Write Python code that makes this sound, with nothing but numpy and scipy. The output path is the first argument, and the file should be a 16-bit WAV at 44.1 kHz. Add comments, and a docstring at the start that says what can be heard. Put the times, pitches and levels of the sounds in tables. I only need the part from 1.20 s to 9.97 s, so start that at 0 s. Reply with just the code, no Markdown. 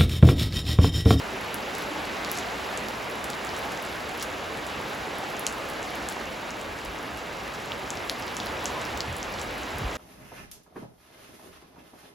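"""A roofed wooden deck in open bush country, in steady rain.
Countless far drops add incoherently into a wash, while drops overhead drive the modes of the roof sheets.
Nearer impacts are heard singly: small drops patter, drips smack on wet tables and boards, and trickles
spatter, all scattered briefly by the deck. Late on, gusts rumble at the microphones,
and two soft bumps sound near the end."""
import sys
import numpy as np
from scipy import signal
from scipy.fft import rfft, irfft, next_fast_len
from scipy.io import wavfile
from scipy.ndimage import uniform_filter1d

SR = 44100
rng = np.random.default_rng(int(sys.argv[2]) if len(sys.argv) > 2 else 0)


def to_wav(s):
    """Save 16-bit WAV."""
    ch = np.atleast_2d(s).T  # columns
    pcm = np.round(np.clip(ch, -1, 1) * 32767)  # PCM
    wavfile.write(sys.argv[1], SR, pcm.astype(np.int16))


N = 386757

# strength of the nearer rain, taken about its mean: (time [s], level [dB])
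RAIN_STRENGTH = [(0, -32.5), (1.25, -31), (2.0, -33), (2.5, -32), (2.9, -33.0), (3.75, -33), (4.05, -33),
                 (4.45, -33), (4.8, -33), (5.2, -35.0), (6.05, -35), (6.95, -34), (7.5, -32), (8.1, -33.5),
                 (8.77, -32.6)]
# roar of far rain on open ground, taken about its mean: (time [s], level [dB])
FAR_ROAR = [(0, -35.5), (0.8, -34.5), (1.3, -34.5), (1.85, -35), (2.5, -34), (2.75, -36), (3.1, -34.6),
            (3.45, -35.5), (4.05, -34.5), (4.35, -35.5), (4.8, -35), (5.2, -37), (6.1, -36.7), (6.55, -36),
            (6.95, -36), (7.5, -34), (7.95, -35.5), (8.4, -35.5), (8.77, -35)]
# spectrum of the wash: (frequency [Hz], relative spectral density [dB])
WASH_SPECTRUM = [(30, -14), (55, -3), (85, -6.5), (130, -6), (230, -3.5), (450, -1.5), (800, -1.5),
                 (1400, -4.5), (2400, -7.5), (4000, -14.5), (6000, -20.5), (8500, -25.5), (12000, -27.5),
                 (15500, -32.5)]
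# stereo image of the wash: (frequency [Hz], left-right correlation [0-1], left minus right [dB])
WASH_IMAGE = [(60, 0.98, 0.5), (130, 0.92, -2), (250, 0.92, -1.5), (503, 0.66, -1.3), (800, 0.67, 0),
              (1320, 0.53, -2), (1650, 0.28, -1.5), (2460, 0.74, -1.3), (3320, 1, 0.6), (6460, 1, 0.5)]
# modes of the roof sheets: (frequency [Hz], bandwidth [Hz], relative level [dB])
ROOF_MODES = [(208.3, 17, -3), (300, 27, -1), (393, 35, -2.5), (592, 40, 0.5), (763, 56, -1.5)]
# heavy drops that set a sheet humming: (time [s], level [dB], frequency [Hz])
HEAVY_DROPS = [(0.11, -34.5, 382), (0.36, -36.5, 205), (0.52, -36, 428), (0.77, -36, 305),
               (1.61, -35.5, 214.4), (3.29, -35, 450), (8.27, -34.5, 296)]
# the loudest drips: (time [s], relative level over 1 ms [dB], pitch [Hz],
# slap re smack [dB], wet ring re smack [dB], crispness [0-1])
LOUD_DRIPS = [(0.2113, -38, 11000, -4, -5, 0.2), (0.3436, -24.5, 10400, 0, -9, 1),
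              (0.4282, -41, 4800, -4, -7, 0), (0.551, -30.5, 7800, 8, -7, 0.9),
              (0.5835, -33, 11500, 9, -9, 1), (0.6232, -36, 12200, 0, -9, 0.7),
              (0.8536, -36, 8500, 6, -9, 0.6), (1.0479, -26.5, 4400, 7, -8, 0.6),
              (1.0971, -33, 3900, -4, -3, 0), (1.1157, -21, 12400, 8, -12, 1),
              (1.1749, -29, 8000, 12, -7, 0.6), (1.1868, -27, 6600, 0, -5, 0),
              (1.5751, -26, 7800, -3, -5, 0.5), (1.6856, -30.5, 4600, 6, -4, 1),
              (1.8987, -40, 12000, 2, -9, 0.61), (1.9121, -41, 11000, 0, -7, 0.5),
              (1.9557, -41, 11000, 0, -7, 0.5), (2.0424, -27.5, 8800, 7, -9, 0.6),
              (2.102, -27, 8200, 11, -12, 0.7), (2.1332, -31.5, 3900, 2, -5, 0.6),
              (2.2488, -31, 8360, 2, -9, 0.8), (2.2705, -37, 6700, -5, -7, 0.46),
              (2.2918, -32.5, 4600, -4, -5, 0), (2.3653, -35, 7600, 4, -7, 0.4),
              (2.3785, -39, 9500, 3, -7, 0.5), (2.3918, -37, 11500, -4, -7, 0.94),
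              (2.5207, -39, 11000, 0, -7, 0.5), (2.5751, -37, 6500, -3, -5, 0),
              (2.6252, -34, 11500, -3, -7, 1), (2.6503, -36, 8800, -2, -7, 0.97),
              (2.6647, -40, 6600, -3, -5, 0), (2.7165, -43, 11000, 0, -7, 0.5),
              (2.8937, -36, 8300, -5, -7, 0.55), (2.9759, -37, 11000, 4, -7, 0.3),
              (2.9985, -34, 7000, 2, -7, 0.6), (3.0092, -31, 4300, -12, -5, 0),
              (3.014, -34, 5700, -10, -2, 0.3), (3.0175, -35, 5300, -10, -2, 0),
              (3.026, -26, 9300, 8, -5, 1), (3.0298, -30, 6500, 16, -5, 1),
              (3.0376, -36, 10500, -4, -7, 0.8), (3.3731, -37, 8500, 5, -7, 0.5),
              (3.4667, -35, 8300, 6, -7, 0.7), (3.6977, -43, 11000, 0, -7, 0.5),
              (3.7495, -42, 11000, 0, -7, 0.5), (3.9848, -35, 11100, -4, -5, 0.8),
              (4.1025, -38, 12000, -2, -9, 0.85), (4.1673, -37, 6500, -8, -4, 0),
              (4.1952, -27, 10900, -5, -5, 1), (4.2666, -16, 6700, 4, -11, 0),
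              (4.2751, -29, 4300, -7, -7, 0), (4.3256, -34, 9050, -2, -7, 0.55),
              (4.4888, -37, 11900, -2, -9, 0.8), (4.4998, -33, 9600, 2, -7, 0.8),
              (4.629, -34, 7000, -5, -5, 0), (4.7055, -40, 11000, 0, -7, 0.5),
              (4.7555, -36, 10500, 6, -7, 0.6), (4.8878, -24.5, 7840, 3, -6, 0.7),
              (4.8985, -35, 11500, 3, -9, 1), (4.919, -41, 4500, 0, -7, 0),
              (4.9248, -36, 10000, 4, -7, 0.5), (5.0561, -41, 6500, -3, -5, 0),
              (5.3065, -33, 6200, -14, -3, 0), (5.4141, -35, 7800, -4, -7, 0.97),
              (5.6502, -35.5, 10000, 5, -7, 0.8), (5.6586, -37, 5200, 5, -7, 0.3),
              (5.8286, -41, 10900, -4, -7, 0.85), (5.9736, -39, 11000, -3, -7, 0.5),
              (6.3388, -40, 7600, 2, -7, 0.3), (6.4039, -46, 7600, 2, -7, 0.4),
              (6.4591, -39, 7600, 0, -7, 0.2), (6.5195, -24, 3030, -8, 8, 1),
              (6.7046, -24, 6850, -2, -3, 0.2), (6.7727, -33, 5000, 0, -5, 0.0078),
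              (6.8971, -18.5, 4040, 5, -10, 0), (6.8974, -28, 10300, -6, -5, 0),
              (6.9157, -39, 11300, -3, -7, 0.5), (6.9978, -37, 11500, -3, -7, 0.88),
              (7.0237, -32, 5200, 0, 2, 0.9), (7.0801, -34.5, 5000, -3, -3, 0),
              (7.1677, -25.5, 6500, 3, -7, 0.2), (7.1725, -41, 11300, -3, -7, 0.5),
              (7.2016, -25, 3600, 10, 2, 0.4), (7.2608, -33.5, 11500, -5, -7, 0.9),
              (7.2687, -31, 4200, 0, -3, 0), (7.4427, -35, 11000, 2, -9, 1),
              (7.4567, -20.5, 6440, -1, -3, 0), (7.6157, -34, 7900, -5, -5, 0.3),
              (7.6529, -33, 5000, 5, -5, 1), (7.7752, -30, 7000, 16, -7, 1),
              (7.8058, -20.5, 4460, 0, -9, 0.7), (7.9278, -36, 7600, 9, -5, 0.3),
              (7.9662, -30.5, 9200, -3, -7, 1), (7.9827, -40, 11000, 0, -7, 0.5),
              (8.0294, -28, 6000, -4, -3, 0), (8.1259, -40, 11000, 0, -7, 0.5),
              (8.1405, -35, 5000, 8, -7, 0.3), (8.1873, -32, 3400, 1, -5, 0),
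              (8.1965, -36, 8000, 4, -7, 0.5), (8.2155, -30.5, 7100, 6, -5, 0.3),
              (8.2296, -40, 11000, 0, -7, 0.5), (8.3806, -39, 10700, -4, -7, 0.93),
              (8.434, -37, 6500, -5, -5, 0), (8.5845, -32, 10000, 7, -9, 1), (8.7547, -37, 6500, -3, -5, 0)]
# flurries of drops on single sheets: (peak time [s], half length [s], level [dB], frequency [Hz])
FLURRIES = [(0.56, 0.11, -42.5, 500), (0.72, .08, -42.5, 300), (0.78, .1, -44, 877), (1.24, .08, -45, 720),
            (1.6, 0.097, -44.5, 544), (2.58, .07, -47, 540), (2.78, .07, -46, 800),
            (3.682, 0.064, -44, 540), (4.04, .1, -40, 793), (4.22, .04, -41.5, 800), (4.43, .07, -43, 560),
            (4.68, 0.085, -42, 736), (4.76, 0.092, -43.5, 315), (4.918, .05, -43, 760),
            (7.46, .1, -43.5, 470), (7.523, .14, -44, 1050), (8.282, 0.11, -47, 500),
            (8.72, 0.073, -45, 270)]
# trickles that break into droplets: (peak time [s], half length [s], relative level [dB])
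TRICKLES = [(0.58, .09, -50), (1.1, .03, -49), (1.167, 0.06, -43), (2.37, .025, -50), (2.52, .025, -49),
            (3.025, .03, -43), (4.92, 0.03, -47), (7.473, 0.027, -45), (8.21, 0.043, -48), (8.75, .03, -49)]
# gusts on the microphones: (peak time [s], half length [s], level [dB], frequency [Hz])
WIND_GUSTS = [(5.51, .035, -44, 52), (5.68, .06, -43, 50), (5.93, 0.037, -44, 55), (6.643, 0.2, -53, 85),
              (7.42, 0.39, -47.5, 75), (7.76, 0.065, -40, 65), (7.91, 0.05, -37, 85),
              (8.25, 0.3, -45.5, 65), (8.548, .06, -40, 95), (8.64, 0.042, -34, 99), (8.77, .06, -46, 65)]
# soft bumps at the microphones: (time [s], level [dB], frequency [Hz], 60 dB decay time [s])
LOW_BUMPS = [(8.606, -26, 126, .1), (8.642, -19, 55, 0.14)]

CUTOFF_HZ = 16300
TIME = np.arange(N) / SR


def from_db(db):
    """Amplitude ratio of a level in decibels."""
    return 10 ** (np.asarray(db) / 20)


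def unit_rms(x):
    """Normalisation to an rms of 1."""
    return x / np.sqrt(np.mean(x ** 2) + 1e-20)


def about_mean(curve):
    """Linear interpolation of a level curve, in dB about its mean."""
    level = np.interp(TIME, *np.transpose(curve))
    return level - np.mean(level)


def at_hz(spectrum, hz):
    """Interpolation of each column on a log-frequency axis."""
    freqs, *columns = np.transpose(spectrum)
    return [np.interp(np.log(hz), np.log(freqs), column) for column in columns]


def band(x, low_hz, high_hz, order=2):
    """Causal Butterworth band-pass."""
    high_hz = min(high_hz, .46 * SR)
    low_hz = min(low_hz, .9 * high_hz)
    return signal.sosfilt(signal.butter(order, [low_hz, high_hz], "band", fs=SR, output="sos"), x + 1e-18)


def resonator(x, hz, width_hz):
    """Damped oscillator: a unit impulse starts a decaying sine of height 1."""
    r, w = np.exp(-np.pi * width_hz / SR), 2 * np.pi * hz / SR
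    return signal.lfilter([0, np.sin(w)], [1, -2 * r * np.cos(w), r * r], x + 1e-18)


def drift(rate_hz):
    """Low-passed noise: a slow fluctuation with an rms of 1."""
    step = 40
    pole = np.exp(-2 * np.pi * rate_hz * step / SR)
    slow = signal.lfilter([1], [1, -2 * pole, pole ** 2], rng.standard_normal(N // step + 2002))[2000:]
    return np.interp(np.arange(N) / step, np.arange(len(slow)), unit_rms(slow))


def impacts(per_s, spread_db):
    """Poisson process of impulses: many small, a few large."""
    sizes = from_db(spread_db * np.minimum(rng.exponential(1, N), 3))
    return (rng.random(N) < per_s / SR) * sizes * rng.choice([-1, 1], N)


def swell(peak_s, half_s):
    """Gaussian envelope, down to 1/e at half_s from its peak."""
    return np.exp(-((TIME - peak_s) / half_s) ** 2)


def rain_wash(roar_db, hiss_db, spray_db, drops_per_s, spread_db, grain_share, patchy_db, surge_db):
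    """Incoherent addition: far drops merge into noise; nearer ones stand out as grain in the treble."""
    edges = np.r_[np.geomspace(28, 4000, 18), np.geomspace(5000, 16500, 7)]
    white, run_in = rng.standard_normal((2, 2, N)), SR // 8
    surge = surge_db * drift(2.0)
    strength = about_mean(RAIN_STRENGTH) + surge
    roar = roar_db + 1.27 * (about_mean(FAR_ROAR) + surge)
    hiss = hiss_db + 1.03 * strength
    spray = spray_db + .98 * strength
    # the bass comes from far away and hardly changes; higher bands follow the nearer rain
    zone_levels, zone_hz = (roar_db, roar, hiss, spray), (100, 750, 2100, 5500)
    out, drops = np.zeros((2, N)), impacts(drops_per_s, spread_db)
    for k, (low, high) in enumerate(zip(edges, edges[1:])):
        hz = np.sqrt(low * high)
        below = drops  # each drop sounds in two neighbouring bands
        drops = impacts(drops_per_s, spread_db) if hz > 800 else np.roll(drops, SR)
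        grain = grain_share * np.interp(hz, [500, 5000], [.3, 1])
        smooth, side = white[k % 2]
        mid = np.sqrt(1 - grain) * smooth + np.sqrt(grain) * unit_rms(below + drops)
        padded = np.pad([mid, side], ((0, 0), (run_in, 0)), "wrap")
        mid, side = band(padded, low, high, order=3)[:, run_in:]
        correlation, pan_db = at_hz(WASH_IMAGE, hz)
        pair = np.sqrt(1 + correlation) * mid + np.sqrt(1 - correlation) * side * [[1], [-1]]
        weights = at_hz(np.c_[zone_hz, np.eye(4)], hz)  # crossfade between the zones
        level = sum(weight * db for weight, db in zip(weights, zone_levels))
        gain = from_db(level + at_hz(WASH_SPECTRUM, hz)[0] + patchy_db * drift(21))
        out += gain * pair * from_db([[pan_db / 2], [-pan_db / 2]])
    return out


def roof_drumming(level_db, fade_db_per_s, stereo_width):
    """Modal excitation: random drops keep the roof's low modes ringing, louder in heavier rain."""
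    def sheet():
        return unit_rms(sum(from_db(db) * unit_rms(resonator(impacts(150, 3.6), hz, width_hz))
                            for hz, width_hz, db in ROOF_MODES))
    fade = fade_db_per_s * (TIME - N / SR / 2)
    level = level_db + 1.8 * about_mean(RAIN_STRENGTH) - fade
    return from_db(level) * (sheet() + stereo_width * sheet() * [[1], [-1]])


def patter(boards_db, tables_db):
    """Impact noise of small, near drops: dull ticks from the boards, bright ones from wet tables."""
    boards = sum(band(impacts(30, 3), hz / 1.3, hz * 1.3) for hz in (3600, 5000, 6500))
    tables = sum(band(impacts(45, 3), hz / 1.25, hz * 1.25) for hz in (8000, 9800, 11800))
    ticks = from_db(boards_db) * unit_rms(boards) + from_db(tables_db) * unit_rms(tables)
    return ticks * from_db(.6 * about_mean(RAIN_STRENGTH))


def deck_scatter(x, level_db, t60_s):
    """Diffuse reflection from roof, posts and furniture adds a short, bright tail."""
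    t = np.arange(SR // 4) / SR
    shared, per_side = rng.standard_normal(len(t)), rng.standard_normal((2, len(t)))
    decay = from_db(-60 * t / t60_s) * (t > .002)
    tail = band(shared + .3 * per_side, 5000, 13500, order=1) * decay
    response = from_db(level_db) * unit_rms(tail) / np.sqrt(len(t))
    return x + signal.fftconvolve(x[None], response, axes=1)[:, :N]


def roof_booms(attack_s, t60_s):
    """Free vibration: after a heavy drop, one mode of a sheet swells quickly and decays."""
    onset, db, hz = np.transpose(HEAVY_DROPS)[:, :, None]
    age = np.maximum(TIME - onset, 0)
    envelope = 1000 ** (-age / t60_s) * (1 - np.exp(-age / attack_s))
    return np.sum(from_db(db) * envelope * np.sin(2 * np.pi * hz * age), axis=0)


def faint_drips(count, per_s, level_db, spread_db, low_hz, high_hz):
    """Poisson arrivals of fainter drips at random pitches, as rows like those of LOUD_DRIPS."""
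    gap, size, pitch = rng.random((count, 3)).T
    times = np.cumsum(-np.log(1 - gap)) / per_s
    levels = level_db + spread_db * np.sqrt(3) * (2 * size - 1)
    pitches = low_hz * (high_hz / low_hz) ** pitch
    slap_db, ring_db, crispness = 2, -7, .35
    return [(s, db, hz, slap_db, ring_db, crispness)
            for s, db, hz in zip(times, levels, pitches) if s < TIME[-1]]


def drips(rows, gain_db, ring_q, knock_db, echo_db):
    """Impulse response of a wet surface: a smack, a broad crisp-edged slap and a ring, then one echo."""
    out, click = np.zeros(N + SR), signal.unit_impulse(512)
    crack = unit_rms(band(click, 10300, CUTOFF_HZ))
    knock = unit_rms(band(click, 3030, 3770))
    echo_delays_s = rng.uniform(.0062, .009, len(rows))  # the path via the deck depends on where it lands
    for (s, db, hz, slap_db, ring_db, crispness), delay in zip(rows, echo_delays_s):
        smack = unit_rms(band(click, hz / 1.29, hz * 1.216, order=3))
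        edge = from_db(-30 + 26 * crispness) * crack
        slap = unit_rms(band(click, hz / 2.53, hz * 1.6, order=3)) + edge
        ring = unit_rms(band(click, hz * (1 - .5 / ring_q), hz * (1 + .5 / ring_q), order=1))
        drip = unit_rms(smack + from_db(slap_db) * slap + from_db(ring_db) * ring)
        if hz < 7400:  # low drips knock on the boards; the others land on the tables
            drip += from_db(knock_db) * knock
        drip *= from_db(db + gain_db) * np.sqrt(SR / 1000 / np.sum(drip ** 2))  # level over 1 ms
        for arrival, gain in ((s, 1), (s + delay, from_db(echo_db))):
            start = round(arrival * SR)
            out[start:start + len(drip)] += gain * drip
    return out[:N]


def roof_flurries(width_hz):
    """Forced vibration: a burst of drops drives one sheet, whose hollow resonance swells and fades."""
    out = np.zeros(N)
    for s, half_s, db, hz in FLURRIES:
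        drumming = band(impacts(600, 1.6), hz - width_hz / 2, hz + width_hz / 2)
        out += from_db(db) * swell(s, half_s) * unit_rms(drumming)
    return out


def spatters(gain_db, low_hz, high_hz):
    """Shot noise: a trickle breaks up and lands as a brief cloud of tiny droplets."""
    cloud = sum(from_db(db) * swell(s, half_s) ** 2 for s, half_s, db in TRICKLES)
    droplets = band(impacts(1800, 2.5), low_hz, high_hz, order=1)
    return from_db(gain_db) * cloud * unit_rms(band(droplets, 2500, 13000))


def wind(breeze_db, breeze_hz, band_ratio):
    """Turbulent pressure: eddies rumble at the microphones, in gusts over a faint breeze."""
    def rumble(hz):
        eddies = band(rng.standard_normal(N), hz / band_ratio, hz * band_ratio)
        return eddies / np.sqrt(uniform_filter1d(eddies ** 2, size=4000) + 1e-12)
    gusts = sum(from_db(db) * swell(s, half_s) * rumble(hz) for s, half_s, db, hz in WIND_GUSTS)
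    return from_db(breeze_db) * rumble(breeze_hz) + gusts


def bumps():
    """Damped oscillation: dull thuds at the microphones die in a few cycles."""
    out = np.zeros(N)
    for s, db, hz, t60_s in LOW_BUMPS:
        impulse = signal.unit_impulse(N, round(s * SR))
        out += from_db(db) * resonator(impulse, hz, width_hz=np.log(1000) / np.pi / t60_s)
    return band(out, 20, 250)


def treble_stereo_shift(x, in_step_hz, lag_s):
    """Phase shift: above in_step_hz the left channel lags the right, widening the treble."""
    size = next_fast_len(N + SR // 10)
    excess_hz = np.maximum(np.arange(size // 2 + 1) * SR / size - in_step_hz, 0)
    left = irfft(rfft(x[0], size) * np.exp(-2j * np.pi * excess_hz * lag_s), size)[:N]
    return np.array([left, x[1]])


def scene():
    """Superposition of the wash all round, the roof above, near drops on the deck, wind and bumps."""
    wash = rain_wash(roar_db=-24, hiss_db=-24, spray_db=-25, drops_per_s=500, spread_db=4,
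                     grain_share=.4, patchy_db=.93, surge_db=.2)
    roof = roof_drumming(level_db=-48, fade_db_per_s=.2, stereo_width=.39)
    roof += roof_booms(attack_s=.01, t60_s=.48) + roof_flurries(width_hz=93)
    near = patter(boards_db=-62.5, tables_db=-59)
    faint = faint_drips(count=60, per_s=4, level_db=-41.5, spread_db=1, low_hz=4800, high_hz=11000)
    near += drips(LOUD_DRIPS + faint, gain_db=1.1, ring_q=8, knock_db=-14, echo_db=-15)
    near += spatters(gain_db=2, low_hz=3000, high_hz=7140)
    deck = deck_scatter(near, level_db=-11.5, t60_s=.17)
    buffeting = wind(breeze_db=-62, breeze_hz=75, band_ratio=1.5) + bumps()
    return treble_stereo_shift(wash + roof + deck + buffeting, in_step_hz=7004, lag_s=.00024)


def record(dry):
    """Band limiting: the deepest bass and the very top are cut."""
    high_passed = signal.sosfilt(signal.butter(4, 33, "high", fs=SR, output="sos"), dry)
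    return signal.sosfilt(signal.ellip(10, .1, 80, CUTOFF_HZ, fs=SR, output="sos"), high_passed)


dry = scene()
out = record(dry)
to_wav(out)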